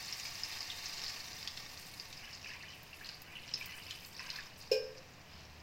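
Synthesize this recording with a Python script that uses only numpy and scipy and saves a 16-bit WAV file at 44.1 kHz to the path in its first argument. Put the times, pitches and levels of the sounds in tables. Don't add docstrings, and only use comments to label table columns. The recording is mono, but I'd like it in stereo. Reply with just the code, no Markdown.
import sys
import numpy as np
from scipy import signal
from scipy.fft import rfft, irfft, next_fast_len
from scipy.io import wavfile

SR = 44100
rng = np.random.default_rng(int(sys.argv[2]) if len(sys.argv) > 2 else 0)


def generate_wav(signal):
    frames = np.transpose(np.atleast_2d(signal))
    scaled = np.clip(frames, -1, 1) * 32767
    pcm = np.round(scaled).astype(np.int16)
    wavfile.write(sys.argv[1], SR, pcm)


N = 247842

# (t/s, length/s, level/dB)
FLARES = [(0.0, 0.27, -53.5), (0.85, 0.23, -51), (2.32, 0.2, -61.5), (3.04, 0.043, -55.5),
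          (3.46, 0.25, -58.5), (3.82, 0.17, -58), (4.13, 0.28, -55.5), (4.59, 0.035, -56)]
# (f/Hz, level/dB)
FROTH_SPECTRUM = [(300, -39.5), (600, -12.5), (740, 3), (1200, -2.5), (2000, 8), (4500, -3.5), (7500, -0.5),
                  (15000, -1.5)]
# (f/Hz, bandwidth/Hz, level/dB relative to the crackle)
PAN_MODES = [(737, 13, 3.5), (903, 25, 0.5), (1166, 83, 5), (1830, 32, -11), (3680, 34, -2.5),
             (4030, 24, -3.5)]
# (f/Hz, level/dB)
SPRAY_SPECTRUM = [(5500, -22.5), (8500, -5), (15000, -6)]
# (t/s, length/s, level/dB)
SPLASHES = [(1.38, 0.05, -54), (1.68, 0.25, -53.5), (2.93, 0.11, -58.5), (3.35, 0.074, -59),
            (3.57, 0.597, -54.5), (4.22, 0.19, -56), (4.57, 0.033, -53.5)]
# (f/Hz, level/dB)
AIR_SPECTRUM = [(15, 5.5), (35, -65), (55, -5), (90, -2), (160, -3.5), (300, -11.5), (900, -11),
                (2400, -12.5), (5000, -21), (15000, -22)]
# (f/Hz, coherence 0-1)
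AIR_COHERENCE = [(60, 1), (140, 0.98), (300, 0.71), (700, 0.64), (3000, 0)]
# (f/Hz, relative level/dB)
HUM_TONES = [(77.5, -11), (148, -9), (296, -9.5), (736, -7)]
# (t/s, level/dB, f/Hz)
SPITS = [(0.126, -27.5, 5450), (0.198, -27, 7100), (0.4347, -26.5, 5150), (0.606, -29.5, 5000),
         (0.629, -32, 4700), (0.857, -30, 6260), (1.0173, -34, 5550), (1.038, -30, 5200),
         (1.063, -32, 4230), (1.0807, -30.5, 5130), (1.331, -37, 4840), (1.429, -35.5, 4740),
         (1.475, -26, 3450), (1.5739, -28.5, 3550), (1.9982, -32.5, 4770), (2.128, -34.5, 3700),
         (2.329, -41.5, 5100), (2.373, -41, 4100), (3.09, -32.5, 4980), (3.5384, -24, 5300),
         (3.9087, -27, 3270), (4.1953, -37.5, 5100), (4.302, -32, 4960), (4.362, -36.5, 5000),
         (4.4665, -43, 5100), (4.981, -42, 5400)]
# (t/s, level/dB)
SNAPS = [(2.8304, -40.5), (3.219, -35), (3.6593, -32), (4.061, -39)]
# (t/s, level/dB, f/Hz)
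PLIPS = [(0.701, -26, 3600), (2.445, -39, 2640), (2.4605, -39, 2430), (2.5026, -38.5, 2770),
         (2.513, -41, 1840), (2.634, -40, 1970), (2.728, -42, 3090), (2.9302, -41.5, 2700),
         (3.0104, -45, 1690), (3.3543, -38, 2930), (3.368, -38, 2790), (3.542, -28, 5070),
         (3.6113, -34.5, 2400), (4.194, -41, 1940), (4.302, -28.5, 4190), (4.387, -36, 1780)]
# (t/s, length/s, level/dB, bubble f/Hz)
GUSHES = [(2.184, 0.11, -59, 2310), (2.452, 0.084, -53, 2180), (2.57, 0.16, -62.5, 2590),
          (3.01, 0.085, -60, 2280), (3.258, 0.057, -59.5, 2200), (3.332, 0.19, -59.5, 2840),
          (3.548, 0.24, -55, 2300), (3.854, 0.12, -57.5, 2710), (4.19, 0.2, -55.5, 2304)]
# (f/Hz, level/dB)
BUBBLE_SPECTRUM = [(500, -32), (1200, 10.5), (1900, 6), (3000, 12), (5000, 7), (8000, -19)]
# (f/Hz, relative level/dB, T60/s)
CLUNK_MODES = [(479.4, 17, 0.054), (437, 3.5, 0.34), (458, -3, 0.4), (500, -8, 0.53), (515.6, 2, 0.4),
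               (559, -3.5, 0.3), (1588, -17, 0.48), (2454, -12, 0.33), (2850, -18.5, 0.44),
               (4150, -8, 0.12), (5270, 0, 0.092), (5220, -11.5, 0.48)]
# (f/Hz, right minus left level/dB)
FLASK_LEAN = [(440, -4), (520, 3.5), (2400, -0.5)]
# (f/Hz, T60/s)
KITCHEN_T60 = [(200, 0.068), (500, 0.77), (2500, 0.29), (5500, 0.41), (14000, 0.11)]
# (f/Hz, level/dB)
MIC_RESPONSE = [(700, 0.5), (1100, 1), (1320, -3), (1800, 2), (2100, 0), (2600, 4.5), (3500, -2),
                (5080, 5.5), (6600, -0.5), (9700, -13), (11500, -8.5), (15500, -6.5)]
# (f/Hz, left minus right level/dB)
MIC_BALANCE = [(1200, -0.5), (2400, -1), (4500, -6), (8500, -2.5), (15000, 1.5)]

LEFT_LAG_S = 0.00041


def amp(db):
    return 10 ** (np.asarray(db) / 20)


def unit(x):
    return x / np.sqrt(np.mean(x ** 2) + 1e-20)


def along(points, hz):
    f, v = np.transpose(points)
    return np.interp(np.log(hz + 1), np.log(f + 1), v)


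def since(s):
    return np.maximum(np.arange(N) / SR - s, 0)


def flutter(rate):
    knots = rng.standard_normal(2048)
    return np.interp(np.arange(N) * (rate / SR), np.arange(len(knots)), knots)


def surges(rows, attack_s=0.0046, release_s=0.064):
    shape = lambda s, length: np.minimum(since(s) / attack_s, 1) * np.exp(-since(s + length) / release_s)
    return np.sqrt(sum((amp(db) * shape(s, length)) ** 2 for s, length, db in rows))


def add(track, s, sound):
    part = track[..., max(round(s * SR), 0):][..., :sound.shape[-1]]
    part += sound[..., :part.shape[-1]]


def filtered(x, response):
    m = next_fast_len(N + SR // 2)
    return irfft(rfft(x, m) * response(np.fft.rfftfreq(m, 1 / SR)), m)[..., :N]


def coloured(x, spectrum, size=2048):
    cepstrum = irfft(np.log(amp(along(spectrum, np.fft.rfftfreq(size, 1 / SR))) + 1e-6))
    cepstrum[1:size // 2] *= 2
    cepstrum[size // 2 + 1:] = 0
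    kernel = irfft(np.exp(rfft(cepstrum)))
    return signal.fftconvolve(x, kernel[None], axes=1)[:, :N]


def swarm(rate, pitch_hz, scatter, cycles, spread_db, count, size):
    when, luck, weight, place = rng.random((count, 4)).T
    start = (when * N).astype(int)
    alive = luck < np.broadcast_to(rate, N)[start] * N / SR / count
    start, weight, place = start[alive, None], weight[alive, None], place[alive, None]
    detune, life, lean = rng.standard_normal((count, 3))[alive].T[..., None]
    hz = np.clip(np.broadcast_to(pitch_hz, N)[start] * np.exp(scatter * detune), 200, SR / 3)
    turns = hz * np.arange(size) / SR
    age = turns / (cycles * np.exp(life / 2))
    strength = amp(spread_db * np.minimum(-np.log(weight + 1e-9), 3.5))
    ring = strength * np.exp(-age) * np.sin(2 * np.pi * turns)
    index = start + np.arange(size)
    lag = (place * 0.0002 * SR).astype(int)
    left = np.bincount((index + lag).ravel(), (ring * amp(2 * lean)).ravel(), N)[:N]
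    right = np.bincount(index.ravel(), ring.ravel(), N)[:N]
    return unit(np.array([left, right]))


def kitchen(x, right_db, room_db, walls_db, walls_t60, lag_s=0):
    hz, t, noise = signal.stft(rng.standard_normal((2, SR // 2)), SR, nperseg=256)
    tail = signal.istft(noise * amp(-60 * t / along(KITCHEN_T60, hz)[:, None]), SR, nperseg=256)[1]
    t = np.arange(tail.shape[1]) / SR
    tail *= 1 - np.exp(-t / 0.0013)
    walls = rng.standard_normal(tail.shape) ** 3 * amp(-60 * t / walls_t60) * (t > 0.001)
    norm = lambda h: h / np.linalg.norm(h, axis=1, keepdims=True)
    reflections = amp(room_db) * norm(tail) + amp(walls_db) * norm(walls)
    direct = np.array([np.pad(x[0], (round(lag_s * SR), 0))[:N], x[1]])
    direct *= amp([[-right_db / 2], [right_db / 2]])
    return direct + signal.fftconvolve(x, reflections, axes=1)[:, :N]


def pan_resonance(f):
    return 1 + sum(amp(db) * 1j * f * width / (hz * hz - f * f + 1j * f * width)
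                   for hz, width, db in PAN_MODES)


def sizzle(pour_end_s, hot_db=-48, ticking_db=-67, quench_s=1.05, cooling_db_per_s=8):
    oil = np.hypot(amp(hot_db - cooling_db_per_s * since(quench_s)), amp(ticking_db))
    strength = np.hypot(oil, surges(FLARES))
    rate = 90 + 1500 * (strength / amp(hot_db)) ** 1.2
    bursts = swarm(rate, pitch_hz=4900, scatter=0.23, cycles=2.6, spread_db=3.4, count=20000, size=160)
    froth = rng.standard_normal(N) + 1.8 * rng.standard_normal((2, N))
    froth *= amp(1.2 * rng.standard_normal(N))
    froth_share = np.interp(since(0), [1.2, 2.4], [0.7, 0.5]) * (oil / strength) ** 2
    crackle = np.sqrt(froth_share) * unit(coloured(froth, FROTH_SPECTRUM))
    crackle += np.sqrt(1 - froth_share) * unit(bursts / np.sqrt(rate))
    clumps = amp(2 * flutter(110))
    frying = strength * clumps * filtered(crackle, pan_resonance)
    thinning_db = 4 * since(0)
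    ticks = swarm(220, pitch_hz=7000, scatter=0.2, cycles=1.8, spread_db=4, count=2000, size=96)
    frying += oil * amp(-6.5 - thinning_db) * ticks
    frying += spray(level_db=-51.5 - thinning_db - 21 * since(pour_end_s))
    return kitchen(frying, right_db=4, room_db=-7, walls_db=-5, walls_t60=0.025, lag_s=LEFT_LAG_S)


def spray(level_db):
    mist = swarm(1100, pitch_hz=11500, scatter=0.28, cycles=2.3, spread_db=2, count=10000, size=48)
    spurts = amp(3 * flutter(45))
    return np.hypot(amp(level_db), surges(SPLASHES)) * spurts * unit(coloured(mist, SPRAY_SPECTRUM))


def room_air():
    angle = lambda hz: np.arccos(np.clip(along(AIR_COHERENCE, hz), -1, 1)) / 2
    shape = lambda hz: amp(along(AIR_SPECTRUM, hz)) * np.array([np.cos(angle(hz)), np.sin(angle(hz))])
    mid, side = filtered(rng.standard_normal((2, N)), shape)
    return amp(-55) * unit(np.array([mid + side, mid - side]))


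def appliance_hum():
    lowest, *others = [amp(db) * np.sqrt(2) * np.sin(2 * np.pi * hz * since(0) + 1.94 * flutter(4.1))
                       for hz, db in HUM_TONES]
    swell = surges([(5.34, 0.3, -52.5)])
    return (amp(-60.5) + swell) * lowest + amp(-69.5) * sum(others)


def spitting():
    spits, snaps = np.zeros((2, 2, N))
    t = np.arange(SR // 20) / SR
    for s, db, hz in SPITS:
        ring = np.sin(2 * np.pi * hz * t) * amp(-60 * t / 0.005)
        crack = rng.standard_normal(len(t)) * amp(-60 * t / 0.017)
        add(spits, s, amp(db) * (0.85 * ring + 0.42 * crack) * (1 - np.exp(-t / 0.00025)))
    for s, db in SNAPS:
        add(snaps, s, amp(db) * rng.standard_normal((2, len(t))) * amp(-60 * t / 0.018))
    track = coloured(spits, [(400, -32), (2000, 3), (5500, 3.5), (9000, -5.5), (15000, -26)])
    track += coloured(snaps, [(2000, -17), (5000, -15), (9000, -7.5), (14000, 5.5)])
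    return kitchen(track, right_db=8, room_db=-6, walls_db=-1, walls_t60=0.04, lag_s=LEFT_LAG_S)


def bubble_plips(t60_cycles=42, rise_per_s=3, scatter=0.14, spread_s=0.018, splinter_db=-9):
    track, t = np.zeros((2, N)), np.arange(SR // 20) / SR
    attack = 1 - np.exp(-t / 0.0004)
    glide = 1 + rise_per_s * t / 2
    bubble = lambda hz: np.sin(2 * np.pi * hz * t * glide) * amp(-60 * t * hz / t60_cycles) * attack
    for s, db, hz in PLIPS:
        add(track, s, amp(db) * bubble(hz))
        for late, detune in zip(rng.random(4), rng.standard_normal(4)):
            add(track, s + spread_s * late, amp(db + splinter_db) * bubble(hz * np.exp(scatter * detune)))
    return kitchen(track, right_db=5, room_db=-5, walls_db=-3, walls_t60=0.05)


def pouring(pool_s, end_s, trickle_db=-66, patter_db=-11.5):
    s, length, db, hz = np.transpose(GUSHES)
    pitch = np.interp(since(0), s + length / 2, hz)
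    bubbles = swarm(480, pitch_hz=pitch, scatter=0.17, cycles=5.3, spread_db=1.8, count=3500, size=700)
    drops = swarm(360, pitch_hz=1700, scatter=0.38, cycles=2.2, spread_db=2.2, count=3500, size=700)
    flow = surges([(pool_s, end_s - pool_s, trickle_db), *zip(s, length, db)])
    slap = surges([(4.19, 0.2, -55.5)])
    fizz = surges([(5.29, 0.13, -62.5)])
    water = flow * unit(coloured(bubbles, BUBBLE_SPECTRUM))
    water += np.hypot(slap, amp(patter_db) * flow) * coloured(drops, [(400, -20), (950, 0)])
    water += fizz * unit(coloured(rng.standard_normal((2, N)), BUBBLE_SPECTRUM))
    return kitchen(water, right_db=3, room_db=-6, walls_db=-4, walls_t60=0.03)


def flask_clunk(s, ring_db, crack_db):
    t = np.arange(SR * 3 // 4) / SR
    waver = lambda hz: (hz / 2100) ** 1.3 * flutter(280)[:len(t)]
    ring = sum(amp(db - 60 * t / t60) * np.sin(2 * np.pi * hz * t + waver(hz))
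               for hz, db, t60 in CLUNK_MODES)
    ring *= 1 - np.exp(-(t / 0.0043) ** 2)
    ring = signal.sosfilt(signal.butter(4, 350, "high", fs=SR, output="sos"), ring)
    burst = rng.standard_normal(len(t)) * amp(-60 * t / 0.2) * (1 - np.exp(-t / 0.002))
    track, crack = np.zeros((2, 2, N))
    add(track, s, amp(ring_db) * ring)
    add(crack, s, amp(crack_db) * burst)
    track += coloured(crack, [(300, -39), (480, 13), (660, -7.5), (1050, -13), (1900, -24), (2700, -11.5),
                              (3500, -9), (4200, -23), (5000, -8.5), (7000, -13.5), (15000, -15)])
    clunk = kitchen(track, right_db=4, room_db=-12, walls_db=-10, walls_t60=0.05, lag_s=LEFT_LAG_S)
    return filtered(clunk, lambda hz: amp([-along(FLASK_LEAN, hz) / 2, along(FLASK_LEAN, hz) / 2]))


def scene():
    pour_end_s = 4.57
    return (sizzle(pour_end_s) + room_air() + appliance_hum() + spitting() + bubble_plips()
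            + pouring(pool_s=2.1, end_s=pour_end_s) + flask_clunk(s=4.7135, ring_db=-30.5, crack_db=-20.5))


def record(dry, top_hz=15850):
    balance = lambda hz: amp([along(MIC_BALANCE, hz) / 2, -along(MIC_BALANCE, hz) / 2])
    return filtered(coloured(dry, MIC_RESPONSE), lambda hz: balance(hz) * (hz < top_hz))


dry = scene()
out = record(dry)
generate_wav(out)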